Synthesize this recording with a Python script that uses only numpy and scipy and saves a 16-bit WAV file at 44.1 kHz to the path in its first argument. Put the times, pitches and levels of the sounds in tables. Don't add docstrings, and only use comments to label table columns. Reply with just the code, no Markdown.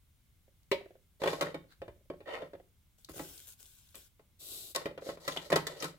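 import sys
import numpy as np
from scipy import signal
from scipy.fft import rfft, irfft, next_fast_len
from scipy.io import wavfile
from scipy.ndimage import uniform_filter1d

SR = 44100
rng = np.random.default_rng(int(sys.argv[2]) if len(sys.argv) > 2 else 0)


def wrap_up_sound(samples):
    columns = np.atleast_2d(samples).T
    tamed = np.clip(columns, -1, 1)
    steps = np.round(tamed * 32767).astype(np.int16)
    wavfile.write(sys.argv[1], SR, steps)


N = 263718
T = np.arange(SR // 2) / SR

# (frequency [Hz], level [dB], t60 [s])
PANEL_MODES = [(322.1, -7, 0.084), (379.2, -0.5, 0.061), (430.6, -0.5, 0.075), (477.5, 0.5, 0.052),
               (543, 0.5, 0.075), (582, -1.5, 0.11), (664, -0.5, 0.072), (681.7, -5, 0.035)]
# (frequency [Hz], level [dB], t60 [s])
SHELL_MODES = [(824.6, -3, 0.096), (941, -0.5, 0.049), (1078, 3, 0.068), (1134.4, 2, 0.024),
               (1338, 3.5, 0.068), (1470, -1, 0.037), (1570, -10, .04), (1825, -0.5, .05),
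               (1992, 2.5, 0.054), (2300, 1.5, 0.044), (2510, -1.5, 0.018), (2740, -2, .025),
               (3140, 1, 0.033), (3536, 1.5, 0.041), (4150, -6, .02), (4420, -3.5, 0.0259),
               (4850, -18.5, 0.023)]
# (frequency [Hz], level [dB])
CLACK_SPECTRUM = [(450, -38), (750, -8.5), (1150, -6), (1900, -4), (3500, -16), (4800, -23.5),
                  (7000, -36.5)]
# (frequency [Hz], level [dB])
EDGE_SPECTRUM = [(2000, -24), (4000, 5.5), (5500, -1.5), (8000, -3.5), (9500, -9), (11500, -5),
                 (16000, -18)]


def amp(db):
    return 10 ** (np.asarray(db) / 20)


def unit(x):
    return x / np.sqrt(np.mean(x ** 2) + 1e-20)


def struck(x):
    return x / np.sqrt(np.mean(x[..., :882] ** 2) + 1e-20)


def along(points, hz):
    f, v = np.transpose(points)
    return np.interp(np.log(hz + 1), np.log(f), v)


def filtered(x, response):
    n = x.shape[-1]
    m = next_fast_len(n + 8192)
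    return irfft(rfft(x, m) * response(np.fft.rfftfreq(m, 1 / SR)), m)[..., :n]


def white(n):
    return rng.standard_normal((2, n))


def pair(x):
    # (frequency [Hz], correlation [0-1])
    likeness = [(100, 0.79), (400, 0.8), (1000, 0.29), (3000, 0.2), (12000, 0.24)]
    turn = lambda hz: np.arccos(along(likeness, hz)) / 2
    mid, side = filtered(x, lambda hz: np.array([np.cos(turn(hz)), np.sin(turn(hz))]))
    return np.array([mid + side, mid - side])


def coloured(x, spectrum):
    return unit(filtered(pair(x), lambda hz: amp(along(spectrum, hz))))


def decay(t60):
    return np.exp(-np.log(1000) * T / t60)


def ring(modes, scatter_db, spot_hz=None, focus_db=0, reach=0.066, detune=0):
    hz, db, t60 = np.transpose(modes)
    hz = hz * (1 + detune * rng.standard_normal(len(hz)))
    db = db + scatter_db * rng.standard_normal(len(hz))
    if spot_hz:
        db = db + focus_db * np.exp(-(np.log(hz / spot_hz) / reach) ** 2)
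    sign = (-1) ** np.arange(len(hz))
    phase = rng.normal(0, 1.0, (len(hz), 1))
    return (sign * amp(db)) @ (np.sin(2 * np.pi * hz[:, None] * T + phase) * decay(t60[:, None]))


def through(force, response):
    return signal.fftconvolve(force, response[None], axes=1)[:, :force.shape[1]]


def add(track, s, sound):
    part = track[:, round(s * SR):][:, :sound.shape[-1]]
    part += sound[..., :part.shape[-1]]


def slips(rate, spread_db):
    moments = rng.random(N) < rate / SR
    sizes = amp(spread_db * np.clip(rng.standard_normal(N), -2, 2))
    return unit(moments * sizes * white(N))


def patchy(x, depth_db):
    spectra = signal.stft(x, nperseg=512)[2]
    patches = uniform_filter1d(rng.standard_normal(spectra.shape[1:]), size=8, axis=0)
    patches = unit(uniform_filter1d(patches, size=7, axis=1))
    return unit(signal.istft(spectra * amp(depth_db * patches), nperseg=512)[1][:, :N])


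def stroke(start, length, peak_at, swell_db, fade_s=0.008):
    progress = (np.arange(N) / SR - start) / length
    gate = np.clip(np.minimum(progress, 1 - progress) * length / fade_s + 1, 0, 1)
    return gate * amp(np.interp(progress, [0, peak_at, 1], [-swell_db, 0, -swell_db]))


def placed(x, lag_s, low_hz=48):
    # (frequency [Hz], level [dB])
    balance = [(200, 1.2), (550, -2), (1100, 4.1), (2200, 0), (5000, 1.5), (10000, 6)]
    side = np.array([[1], [-1]]) / 2
    low_cut = lambda hz: (1j * hz) ** 2 / (low_hz ** 2 - hz ** 2 + 1j * np.sqrt(2) * hz * low_hz)
    delay = lambda hz: np.exp(-2j * np.pi * hz * lag_s * side)
    return filtered(x, lambda hz: low_cut(hz) * amp(side * along(balance, hz)) * delay(hz))


def room_tone():
    # (frequency [Hz], level [dB])
    spectrum = [(12, -25), (20, -10.5), (86, -5.5), (446, -34), (590, -35.5), (1530, -35.5), (1910, -38),
                (2140, -31), (2320, -36), (3530, -34), (4670, -38.5), (11100, -37), (16000, -36)]
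    return coloured(white(N), spectrum)


def room(x):
    # (frequency [Hz], t60 [s])
    reverb_times = [(120, 0.65), (500, 0.25), (2000, 0.32), (6000, 0.27), (14000, 0.29)]
    hz, t, spectra = signal.stft(pair(white(len(T))), SR, nperseg=256)
    fading = np.exp(-np.log(1000) * t / along(reverb_times, hz)[:, None])
    tail = signal.istft(spectra * fading, SR, nperseg=256)[1]
    tail = tail[:, :len(T)] * (1 - decay(0.027)) ** 2
    return signal.fftconvolve(x, tail / np.linalg.norm(tail[0]), axes=1)[:, :N]


def fingers():
    # (frequency [Hz], level [dB])
    skin = [(600, -14), (1500, 2.5), (2800, -10), (4200, 2.5), (5500, -14), (12000, -18)]
    scuff = coloured(slips(rate=1200, spread_db=0.5) + 0.7 * white(N), skin)
    return amp(-60) * stroke(start=1.69, length=.06, peak_at=.55, swell_db=15) * scuff


def bumps():
    # (time [s], level [dB])
    contacts = [(1.799, -40), (1.879, -41), (3.09, -42), (3.195, -43), (5.527, -38.5)]
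    # (frequency [Hz], level [dB], t60 [s])
    sway_modes = [(52, 0, .16), (76, -1, .15), (104, -4, .11)]
    out = np.zeros((2, N))
    for s, db in contacts:
        sway = ring(sway_modes, scatter_db=1) * (1 - decay(.05))
        add(out, s, amp(db - 12) * struck(sway))
    return out


def squeaks():
    # (time [s], level [dB], pitch [Hz])
    contacts = [(5.3194, -56.5, 3470), (5.3712, -45, 3210), (5.8015, -54, 5560)]
    out = np.zeros((2, N))
    for s, db, pitch_hz in contacts:
        band = lambda hz: np.exp(-((hz / pitch_hz - 1) / .16) ** 2)
        tone = unit(filtered(pair(white(len(T))), band))
        add(out, s, amp(db + 6.5) * struck(tone * decay(0.059) * (1 - decay(0.0067))))
    return out


def rug(hiss, murmur, spectrum, crackle_db, patchy_db):
    # (frequency [Hz], level [dB])
    floor_spectrum = [(35, -21), (60, -40.5), (99, 4.5), (206, -5), (392, 6), (628, 0), (842, -7),
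                      (975, -22), (1050, -6.5), (1390, -11), (1510, -5), (1680, -21), (2000, -7),
                      (2600, -52), (4400, -120)]
    snags = amp(crackle_db) * slips(rate=200, spread_db=6)
    fibres = patchy(slips(rate=12000, spread_db=3) + 1.3 * white(N) + snags, patchy_db)
    floor = coloured(white(N), floor_spectrum)
    return amp(2.1) * hiss * coloured(fibres, spectrum) + amp(-2.0) * murmur * floor


def rug_moved():
    # (start [s], length [s], fibre hiss [dB], floor murmur [dB])
    tugs = [(2.98, .08, -68, -70), (3.092, .06, -55, -45), (3.14, .4, -50.3, -48), (3.475, .06, -57, -66),
            (3.58, .36, -59.5, -72), (3.948, .13, -55.5, -54)]
    # (frequency [Hz], level [dB])
    cloth = [(530, -34), (900, -15), (1290, -18), (1510, -5), (1920, -18.5), (2220, -10), (3510, -2.5),
             (4360, -7), (7770, -3), (9200, -5), (15100, -3.5), (16000, -9)]
    hiss = sum(amp(db) * stroke(s, length, peak_at=.06, swell_db=12) for s, length, db, _ in tugs)
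    murmur = sum(amp(db) * stroke(s, length, peak_at=.06, swell_db=40) for s, length, _, db in tugs)
    return rug(hiss, murmur, cloth, crackle_db=-3, patchy_db=2.2)


def rug_smoothed():
    # (frequency [Hz], level [dB])
    cloth = [(530, -52), (900, -38), (1290, -36), (1920, -39), (2250, -12.5), (3300, -2), (3770, 4.5),
             (5550, -3.5), (6970, -3.5), (7770, 2), (8760, -3), (12000, 2), (15100, -3), (16000, -14)]
    sweep = stroke(start=4.41, length=.305, peak_at=.42, swell_db=7.5, fade_s=.022)
    return rug(amp(-46.7) * sweep, amp(-58) * sweep, cloth, crackle_db=-12, patchy_db=.6)


def drags():
    # (start [s], length [s], panel level [dB], rasp offset [dB], hiss offset [dB])
    moves = [(1.205, .2, -45.5, -3.5, -8), (1.4, .125, -45.5, -4, -19), (2.262, .06, -47.5, 1, -26),
             (2.305, .085, -45.5, 2, -20), (2.365, .11, -50, -4, -26), (4.775, .09, -52, 0, -14),
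             (5.015, .14, -52, -7, -5), (5.205, .23, -56.5, 0, 1), (5.42, .085, -55, -5, -5),
             (5.655, .125, -54, -2, -9), (5.77, .14, -49, -3, -4)]
    # (frequency [Hz], level [dB])
    scrape = [(410, -26.5), (700, -3.5), (750, 5.5), (1230, -5.5), (1340, -0.5), (1690, -11.5), (1860, 1),
              (2510, -11.5), (3090, -9.5), (5500, -36), (7150, -61), (12100, -120)]
    panel_gain, rasp_gain, hiss_gain = sum(
        np.outer(amp([db, db + rasp_db, db + hiss_db]), stroke(s, length, peak_at=.47, swell_db=14))
        for s, length, db, rasp_db, hiss_db in moves)
    grains = slips(rate=1200, spread_db=2.0)
    panel = unit(through(pair(grains), ring(PANEL_MODES, scatter_db=0)))
    hollow = unit(through(pair(grains), ring(SHELL_MODES, scatter_db=0)))
    friction = patchy(grains + 0.46 * white(N), depth_db=2.5)
    rasp = amp(3) * coloured(friction, scrape) + amp(-2.5) * hollow
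    hiss = coloured(friction + white(N), EDGE_SPECTRUM)
    return amp(5.5) * panel_gain * panel + rasp_gain * rasp + amp(6.5) * hiss_gain * hiss


def taps():
    # (time [s], level of the first contact [dB], contacts [count])
    touches = [(0.48, -55, 1), (0.81, -37.5, 4), (1.641, -48, 1), (1.96, -56, 3), (2.137, -41, 1),
               (2.551, -39, 2), (3.139, -43, 1), (4.911, -35.5, 1), (5.021, -33, 3), (5.941, -50, 1)]
    rock_s, loss_db = .048, 3.5
    out = np.zeros((2, N))
    for s, db, count in touches:
        for k in range(round(count)):
            modes = ring(PANEL_MODES, scatter_db=2, spot_hz=550, focus_db=6, detune=.03)
            panel = struck(modes * decay(0.0803) * (1 - decay(.008)))
            clack = 0.37 * coloured(white(len(T)), CLACK_SPECTRUM) * decay(.06)
            add(out, s + k * rock_s, amp(db - 13 - k * loss_db) * (panel + clack))
    return out


def ticks():
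    # (time [s], level [dB])
    contacts = [(0.631, -51), (3.0465, -30), (3.3777, -32), (3.8887, -43.5), (4.748, -19), (4.7596, -8),
                (5.5585, -10)]
    snap = decay(.022) * (1 - decay(.003))
    out = np.zeros((2, N))
    for s, db in contacts:
        add(out, s, amp(db - 13.5) * coloured(white(len(T)), EDGE_SPECTRUM) * snap)
    return out


def stool():
    # (time [s], level [dB], clack offset [dB])
    landings = [(0.718, -18.5, -10.5)]
    # (frequency [Hz], level [dB], t60 [s])
    body_modes = [(392.5, 1, 0.077), (549, -3.5, 0.0926), (599, -8.5, 0.12), (820, -16.5, 0.06),
                  (926, -16.5, 0.11)]
    # (frequency [Hz], level [dB])
    legs = [(1500, -25), (2200, 0), (2900, -9), (3600, -9.5), (4600, -14), (7000, -34.5)]
    out = np.zeros((2, N))
    for s, db, clack_db in landings:
        note = struck(ring(body_modes, scatter_db=2.5) * (1 - decay(0.071)))
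        clack = struck(coloured(white(len(T)), legs) * decay(.11))
        add(out, s, amp(db - 8) * (note + amp(clack_db + 3) * clack))
    return out


def floor_panel(spot_hz):
    push = struck(np.sin(2 * np.pi * spot_hz * T) * decay(0.049))
    modes = ring(PANEL_MODES, scatter_db=1.5, spot_hz=spot_hz, focus_db=6.5)
    return struck(struck(modes * (1 - decay(0.007))) + 0.68 * push)


def toy_shell(spot_hz):
    chatter = white(len(T)) * (decay(0.0088) + 0.74 * decay(.1))
    modes = ring(SHELL_MODES, scatter_db=0.5, spot_hz=spot_hz, focus_db=10.5, reach=0.19, detune=0.028)
    hollow = struck(through(pair(chatter), modes))
    return struck(hollow + .9 * struck(coloured(chatter, CLACK_SPECTRUM)))


def knocks():
    # (time [s], level [dB], hardness [0-1], frame re panel [dB], panel pitch [Hz])
    contacts = [(0.715, -24, .52, -33, 390), (1.218, -29, .34, -20, 520), (1.236, -24.5, .5, -19, 485),
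                (1.259, -25, .36, -16, 545), (1.275, -21.5, .48, -20, 510), (1.331, -30, .52, -11, 470),
                (1.41, -27.5, .77, -17, 490), (1.423, -29, .62, -6, 580), (1.544, -32.5, .42, -7, 510),
                (1.818, -34, .12, -24, 535), (1.88, -41, .26, -17, 385), (2.101, -31.5, 0, -15, 365),
                (2.205, -45, .2, -18, 405), (2.421, -35, .12, -12, 565), (2.534, -39, .05, -19, 515),
                (3.088, -50, .74, 1, 325), (3.195, -36.5, .62, -2, 700), (3.945, -57, .95, -16, 550),
                (4.195, -55, .38, -13, 440), (4.75, -36, .88, -20, 525), (4.762, -31, .7, -18, 595),
                (4.857, -27, .35, -15, 490), (4.977, -36.5, .28, -15, 505), (5.066, -38, .1, -10, 555),
                (5.09, -30, .32, -20, 545), (5.173, -46, .38, -11, 465), (5.278, -29.5, .81, -10, 575),
                (5.363, -35.5, .66, -13, 735), (5.371, -43, .88, 0, 680), (5.502, -35, .76, -3, 480),
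                (5.52, -24, .56, -9, 380), (5.526, -19, .52, -11, 590), (5.558, -25.5, .62, -16, 470),
                (5.562, -21, .66, -16, 415), (5.668, -38, 1, -14, 445), (5.824, -38.5, .96, -2, 580),
                (5.842, -36, .86, -5, 355)]
    # (frequency [Hz], level [dB], t60 [s])
    frame_modes = [(80.9, -22, 0.073), (100.8, -17.5, .18), (148.5, -0.5, 0.4), (168.4, 0.5, .18),
                   (207.7, -3.5, 0.13), (280, 7.5, .11), (325, 0, .13)]
    edge_envelope = (decay(0.039) + 0.17 * decay(0.11)) * (1 - decay(.007))
    out = np.zeros((2, N))
    for s, db, hardness, thud_db, spot_hz in contacts:
        shell_db = np.interp(hardness, [0, 1], [-13, 5.5])
        edge_db = np.interp(hardness, [0, 1], [-38, 5])
        shell_hz = 830 * 2 ** (2.1 * hardness ** 6 + rng.normal(0, .12))
        frame = amp(thud_db) * struck(ring(frame_modes, scatter_db=2) * (1 - decay(.018)))
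        panel = floor_panel(spot_hz)
        shell = amp(shell_db) * toy_shell(shell_hz)
        edge = amp(edge_db) * struck(coloured(white(len(T)), EDGE_SPECTRUM) * edge_envelope)
        add(out, s, amp(db - 7.5) * (panel + frame + shell + edge))
    return out


def scene():
    wing = knocks() + taps() + stool() + ticks() + squeaks() + bumps()
    wing += drags() + fingers() + rug_smoothed()
    terrace = rug_moved()
    direct = placed(wing, lag_s=0.00013) + placed(terrace, lag_s=-0.000044)
    return direct + amp(-11.0) * room(wing + terrace) + amp(-67.5) * room_tone()


def record(dry):
    return filtered(dry, lambda hz: hz < 16300)


dry = scene()
out = record(dry)
wrap_up_sound(out)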